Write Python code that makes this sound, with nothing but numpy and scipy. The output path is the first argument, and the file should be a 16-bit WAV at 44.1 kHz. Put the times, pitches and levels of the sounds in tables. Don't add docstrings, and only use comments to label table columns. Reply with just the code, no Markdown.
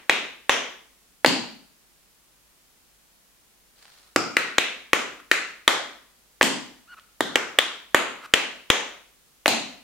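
import sys
import numpy as np
from scipy import signal
from scipy.fft import rfft, irfft
from scipy.io import wavfile
from scipy.ndimage import uniform_filter1d

SR = 44100
rng = np.random.default_rng(int(sys.argv[2]) if len(sys.argv) > 2 else 0)


def waveform_to_disk(signal):
    frames = np.transpose(np.atleast_2d(signal))
    scaled = np.clip(frames, -1, 1) * 32767
    samples = np.round(scaled).astype(np.int16)
    wavfile.write(sys.argv[1], SR, samples)


N = 433503
SIZE, LEAD = 4096, 128
HZ = np.fft.rfftfreq(SIZE, 1 / SR)

# frequency in Hz, level in dB.
BLOW_COLOUR = [(40, -14.5), (110, -1), (170, 1.5), (260, 15.5), (500, 21), (800, 17.5), (1300, 17.5),
               (2000, 21), (3200, 16), (4500, 9), (7000, 9.5), (10000, -1), (15000, -8)]
# frequency in Hz, likeness from -1 to 1.
ROOM_LIKENESS = [(100, 0.63), (300, 0.33), (600, 0.37), (1000, 0.48), (2400, 0.48), (4000, .05),
                 (10000, 0.032)]


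def gain_of(db):
    return 10 ** (np.asarray(db) / 20)


def evened(x):
    return x / np.sqrt(np.mean(x ** 2) + 1e-20)


def read(points, hz):
    f, value = np.transpose(points)
    return np.interp(np.log(hz + 1), np.log(f + 1), value)


def add(mix, s, sound):
    start = round(s * SR)
    part, sound = mix[:, max(start, 0):], sound[:, max(-start, 0):]
    part[:, :sound.shape[1]] += sound[:, :part.shape[1]]


def causal(db):
    log_gain = np.log(gain_of(np.maximum(db, -100)))
    both_sides = np.r_[log_gain, log_gain[-2:0:-1]]
    return np.exp(np.conj(signal.hilbert(both_sides)))[:len(HZ)]


def noise_pair(length, colour, likeness):
    hz = np.fft.rfftfreq(length, 1 / SR)
    a, b = rfft(rng.standard_normal((2, length)))
    same = np.clip(read(likeness, hz), -1, 1)
    pair = np.array([a, same * a + np.sqrt(1 - same ** 2) * b])
    return irfft(pair * gain_of(read(colour, hz)), length)


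def background(hiss_db=-59.5, hum_hz=50, hum_db=-76):
    # frequency in Hz, relative level in dB.
    hiss_colour = [(20, -14), (35, -8.5), (55, -6), (80, -13.5), (120, -12), (190, -9.5), (300, -12.5),
                   (600, -15.5), (1200, -15.5), (10000, -17.5), (16000, -20.5)]
    # frequency in Hz, likeness from -1 to 1.
    hiss_likeness = [(60, 0.011), (180, 0.14), (550, 0.54), (1650, 0.091), (4970, 0.062), (15000, 0.0039)]
    hiss = evened(noise_pair(N, hiss_colour, hiss_likeness))
    hum = np.sqrt(2) * np.sin(2 * np.pi * hum_hz * np.arange(N) / SR)
    return gain_of(hiss_db) * hiss + gain_of(hum_db) * hum


def room_tail(gap_s=0.0099, build_s=0.062, held_back=0.52, left_db=.5):
    # frequency in Hz, time to fall by 60 dB in seconds.
    t60_points = [(60, 0.31), (150, 0.67), (300, 0.49), (1000, 0.51), (2500, 0.51), (5000, .52),
                  (9000, 0.4), (16000, 0.083)]
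    # frequency in Hz, relative level in dB.
    room_colour = [(60, -2.5), (150, 8.5), (300, 0.5), (700, 2), (1500, 1.5), (3000, 2), (7000, -2.5),
                   (15000, 1)]
    noise = noise_pair(8 * SIZE, room_colour, ROOM_LIKENESS)
    hz, t, z = signal.stft(noise, SR, nperseg=256)
    t60 = read(t60_points, hz)[:, None]
    even_energy = np.sqrt(2 * np.log(1000) / (t60 * SR))
    decay = np.exp(-np.log(1000) * t / t60) * even_energy
    tail = signal.istft(z * decay, SR, nperseg=256)[1]
    t = np.arange(tail.shape[1]) / SR
    swell = np.minimum(t / gap_s, 1) * (1 - held_back * np.exp(-t / build_s))
    return tail * swell * gain_of([[left_db], [-left_db]])


def near_paths(spread_s=.0003, runner_db=-9, runner_s=0.00064, runner_hz=2600, grit_db=0, grit_s=0.0015):
    # frequency in Hz, level in dB.
    near_colour = [(40, 0.5), (120, -7.5), (280, 0), (520, 7), (820, 6.5), (1120, 6.5), (1400, -0.5),
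                   (1900, 6), (3200, 3), (5500, -6.5), (9000, -0.5), (16000, -2.5)]
    # nominal delay in seconds, left dB, right dB.
    echoes = [(.0036, -6.5, -19), (.0064, -19, -25), (.0095, -28, -23), (.0155, -21.5, -29),
              (0.0196, -28.5, -21.5), (.028, -25.5, -26.5)]
    # frequency in Hz, relative level in dB.
    grit_colour = [(100, -19), (700, -9), (2000, -5), (4000, -0.5), (8000, -1), (16000, -5)]
    # frequency in Hz, likeness from -1 to 1.
    grit_likeness = [(100, 0.88), (2000, .9), (4500, 0.7), (9000, 0.37)]
    paths = np.ones((2, 1))
    for delay, left_db, right_db in echoes:
        delay = delay * rng.uniform(0.89, 1.05)
        paths = paths + gain_of([[left_db], [right_db]]) * np.exp(-2j * np.pi * HZ * delay)
    early = np.exp(2j * np.pi * HZ * runner_s)
    ahead = gain_of(runner_db) * early / (1 + (HZ / runner_hz) ** 6)
    bending = np.exp(-4j * np.pi * spread_s * np.sqrt(1000 * HZ))
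    grit = noise_pair(SIZE, grit_colour, grit_likeness) * np.exp(-np.arange(SIZE) / (grit_s * SR))
    grit = gain_of(grit_db) * rfft(grit) / np.linalg.norm(grit[0])
    return paths * (bending * (1 + ahead + ahead ** 2) + grit) * causal(read(near_colour, HZ))


def blow(db, direct_db, room_db):
    pulse = causal(db) * np.exp(-2j * np.pi * HZ * LEAD / SR)
    sound = gain_of(room_db) * signal.fftconvolve(irfft(pulse)[None], room_tail(), axes=1)
    sound[:, :SIZE] += gain_of(direct_db) * irfft(pulse * near_paths())
    return sound


def slide(start_s=3.74, attack_s=.06, hold_s=0.17, release_s=0.22, top_db=-57.5, grain_db=3):
    # frequency in Hz, relative level in dB.
    slide_colour = [(100, -36), (400, -1.5), (1500, 2.5), (2700, -1.5), (4200, 4.5), (6000, -3),
                    (9000, -6.5), (16000, -25)]
    corners = np.cumsum([start_s, attack_s, hold_s, release_s])
    pressure = np.interp(np.arange(N) / SR, corners, [0, 1, 1, 0])
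    grain = evened(uniform_filter1d(rng.standard_normal(N), size=150))
    friction = evened(noise_pair(N, slide_colour, ROOM_LIKENESS))
    return friction * pressure * gain_of(top_db + grain_db * grain)


def squeak(length_s, middle_hz, sag, top_db, roughness, jitter=0.15, overtone_db=-10,
           scrape_width=0.22, scrape_share=1.0, peak_at=0.9, fade_db=-16, let_go_rough=.6):
    t = np.arange(0, length_s, 1 / SR)
    u = t / length_s
    hz = middle_hz * (1 - sag * (2 * u - 1) ** 4)
    level_db = top_db + fade_db * np.interp(u, [0, np.clip(peak_at, 0, 1), 1], [1, 0, 1]) ** 2
    rough = roughness + let_go_rough * u ** 8
    wobble = evened(uniform_filter1d(rng.standard_normal(len(t)), size=30))
    turns = np.cumsum(hz * (1 + jitter * rough * wobble)) / SR
    slips = sum(gain_of(overtone_db * np.log2(k)) * np.sin(2 * np.pi * k * turns) for k in range(1, 4))
    band = signal.iirpeak(hz.mean(), 1 / scrape_width, fs=SR)
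    scrape = signal.lfilter(*band, rng.standard_normal(len(t)))
    share = np.clip(scrape_share * rough, 0, 1)
    sound = np.sqrt(1 - share ** 2) * evened(slips) + share * evened(scrape)
    return (gain_of(level_db) * sound)[None]


def sole(slide_room_db=-6, squeak_room_db=-10):
    # start in seconds, length in seconds, pitch in the middle in Hz,
    # share by which the pitch sags at the ends, top level in dB, roughness from 0 to 1.
    squeak_rows = [(5.191, 0.015, 1400, 0.16, -46, 0.85), (6.873, 0.077, 1465, 0.22, -44.5, 0.25),
                   (6.959, 0.034, 1293, -0.18, -46.5, 0.55), (8.208, 0.058, 1374, .06, -38.5, 0.7)]
    sliding = slide()
    squeaks = np.zeros((2, N))
    for s, *settings in squeak_rows:
        add(squeaks, s, squeak(*settings))
    to_room = gain_of(slide_room_db) * sliding + gain_of(squeak_room_db) * squeaks
    return sliding + squeaks + signal.fftconvolve(to_room, room_tail(), axes=1)[:, :N]


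def ticks(skirt_db=4):
    # contact in seconds, level of the hump in dB, its centre in Hz.
    tick_rows = [(3.854, -20.5, 1511), (3.88, -24, 1500), (6.4213, 11, 2800), (6.4373, -10, 5340),
                 (6.9968, -18.5, 2500), (9.468, 7.5, 3500), (9.4875, 6, 5000)]
    mix = np.zeros((2, N))
    for s, level_db, hz in tick_rows:
        octaves_off = np.log2((HZ + 1) / hz)
        hump = level_db - skirt_db * octaves_off ** 2
        add(mix, s - LEAD / SR, blow(hump, direct_db=-5, room_db=-1.0))
    return mix


def low_swing(db, rise_s=.0008):
    u = np.arange(SIZE) / (rise_s * SR)
    swing = u * np.exp(-u)
    return -gain_of(db) * (swing / swing.sum())[None]


def tap_colour(force_db, thud_db, edge_db, resonances, thud_hz=400, edge_hz=4000, width_hz=100, widening=.13):
    thud = thud_db / (1 + (HZ / thud_hz) ** 3)
    edge = edge_db * (1 - 1 / (1 + (HZ / edge_hz) ** 3))
    db = read(BLOW_COLOUR, HZ) + force_db + thud + edge
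    for hz, peak_db in np.reshape(resonances, (-1, 2)):
        db = db + peak_db * np.exp(-((HZ - hz) / (width_hz + widening * hz)) ** 2)
    return db


def taps(room_db=2.0, earlier_s=-.27, earlier_db=-1):
    # contact in seconds, way the shoe lands, force in dB, floor thud in dB, hard edge in dB,
    # direct sound in dB, low swing in dB, factor on the pitch of the resonances, then the frequency in Hz
    # and the level in dB of the one resonance that the spot struck lifts or mutes.
    tap_rows = [(0.0962, "toe tip", 0.5, -16, -1.5, -3.5, 7.5, 0.99, 334, 3.5),
                (0.495, "toe step", 2, -3, -0.5, -5, 9.5, 0.97, 8200, -1),
                (1.247, "flat plate", -6.5, -3, -8.5, 7.5, 2, 1.2, 4600, 7),
                (1.2611, "full heel", -3.5, 11, 9, -7, -4.5, 1.006, 4520, 4),
                (4.1614, "heel edge", -11.5, 20, 9.5, -2, -4.5, 1, 7150, 6),
                (4.3684, "toe brush", -9, 7.5, 8, -2, -11.5, 1.04, 1240, 2.5),
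                (4.583, "toe tip", -1.5, -13.5, 1, -0.5, 12.5, 0.99, 880, -3.5),
                (4.9324, "flat plate", -0.4, 0.5, 0.1, -3, 15, 1, 740, -2.2),
                (5.3147, "toe brush", -7.5, 1.5, 9.5, -0.5, -8, 1.04, 6950, 3),
                (5.6785, "ball", 2.5, -4.6, 3, -2.5, -13, 0.89, 2860, -11),
                (6.412, "flat plate", -2.5, -7, -24, 2.5, 9, 1.37, 5140, 15),
                (6.4289, "full heel", -5.5, 11, 14.5, -8.5, -4.5, 1.07, 4925, -6.5),
                (7.2071, "ball", -8, 11, 3.5, -0.5, -13.5, 1.05, 2510, -11),
                (7.3572, "flat plate", -3.5, -1, -3, 1, -6.5, 1.1, 5700, 5.5),
                (7.5877, "ball", -3.5, -8.5, 3.5, 1.5, -18, .97, 760, -4),
                (7.9463, "flat plate", 2, -0.5, 0.5, -3.5, 17, 1, 5600, -8),
                (8.3383, "toe tip", -0.1, -11.5, 2, 0, 15.5, 1.11, 4180, -4),
                (8.702, "toe step", 1.5, -2.5, -0.5, -0.5, 25, 1.04, 1900, -1),
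                (9.4593, "flat plate", -9.5, 2.5, -0.5, 1.5, -13.5, 0.85, 713, 13),
                (9.4795, "full heel", -4, 6.5, 10.5, -6.5, -6, 0.93, 1550, -1)]
    contacts = { "toe tip": [(185, 11), (389, 5.3), (2540, 5.6), (3766, 7.2), (6310, 1.7)],
                "toe step": [(386, 2), (1165, 1.5), (3408, 5.3), (6258, 7.4)], "toe brush": [(347, 4.4),
                (1312, 10.2), (1800, 8.8), (2449, 8.2), (4024, 6.8)], "ball": [(300, 4.4), (837, 2.2),
                (1336, 4), (3560, 8.5), (4817, 1.2)], "flat plate": [(331, 3.5), (738, 0.83), (1264, 4.7),
                (6853, 4.5), (11429, 2.9)], "heel edge": [(310, 5.9), (739, 8.9), (1326, 17), (2403, 6.8),
                (5046, 14)], "full heel": [(238, 11), (885, 7.1), (2885, 5.5), (4463, 10.6), (7258, 4)]}
    mix = np.zeros((2, N))
    for s, contact, force_db, thud_db, edge_db, direct_db, swing_db, pitch, spot_hz, spot_db in tap_rows:
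        resonances = [(hz * pitch, db) for hz, db in contacts[contact]]
        resonances.append((spot_hz, spot_db))
        colour = tap_colour(force_db, thud_db, edge_db, resonances)
        add(mix, s - LEAD / SR, blow(colour, direct_db, room_db))
        add(mix, s, low_swing(swing_db))
    add(mix, earlier_s, blow(read(BLOW_COLOUR, HZ) + earlier_db, 0, room_db))
    return mix


def scene():
    return taps() + ticks() + sole() + background()


def record(dry, edge_hz=16000):
    clipped = np.clip(dry, -1, 1)
    low_pass = signal.firwin(255, edge_hz, window=("kaiser", 8), fs=SR)
    return signal.oaconvolve(clipped, low_pass[None], "same")


dry = scene()
out = record(dry)
waveform_to_disk(out)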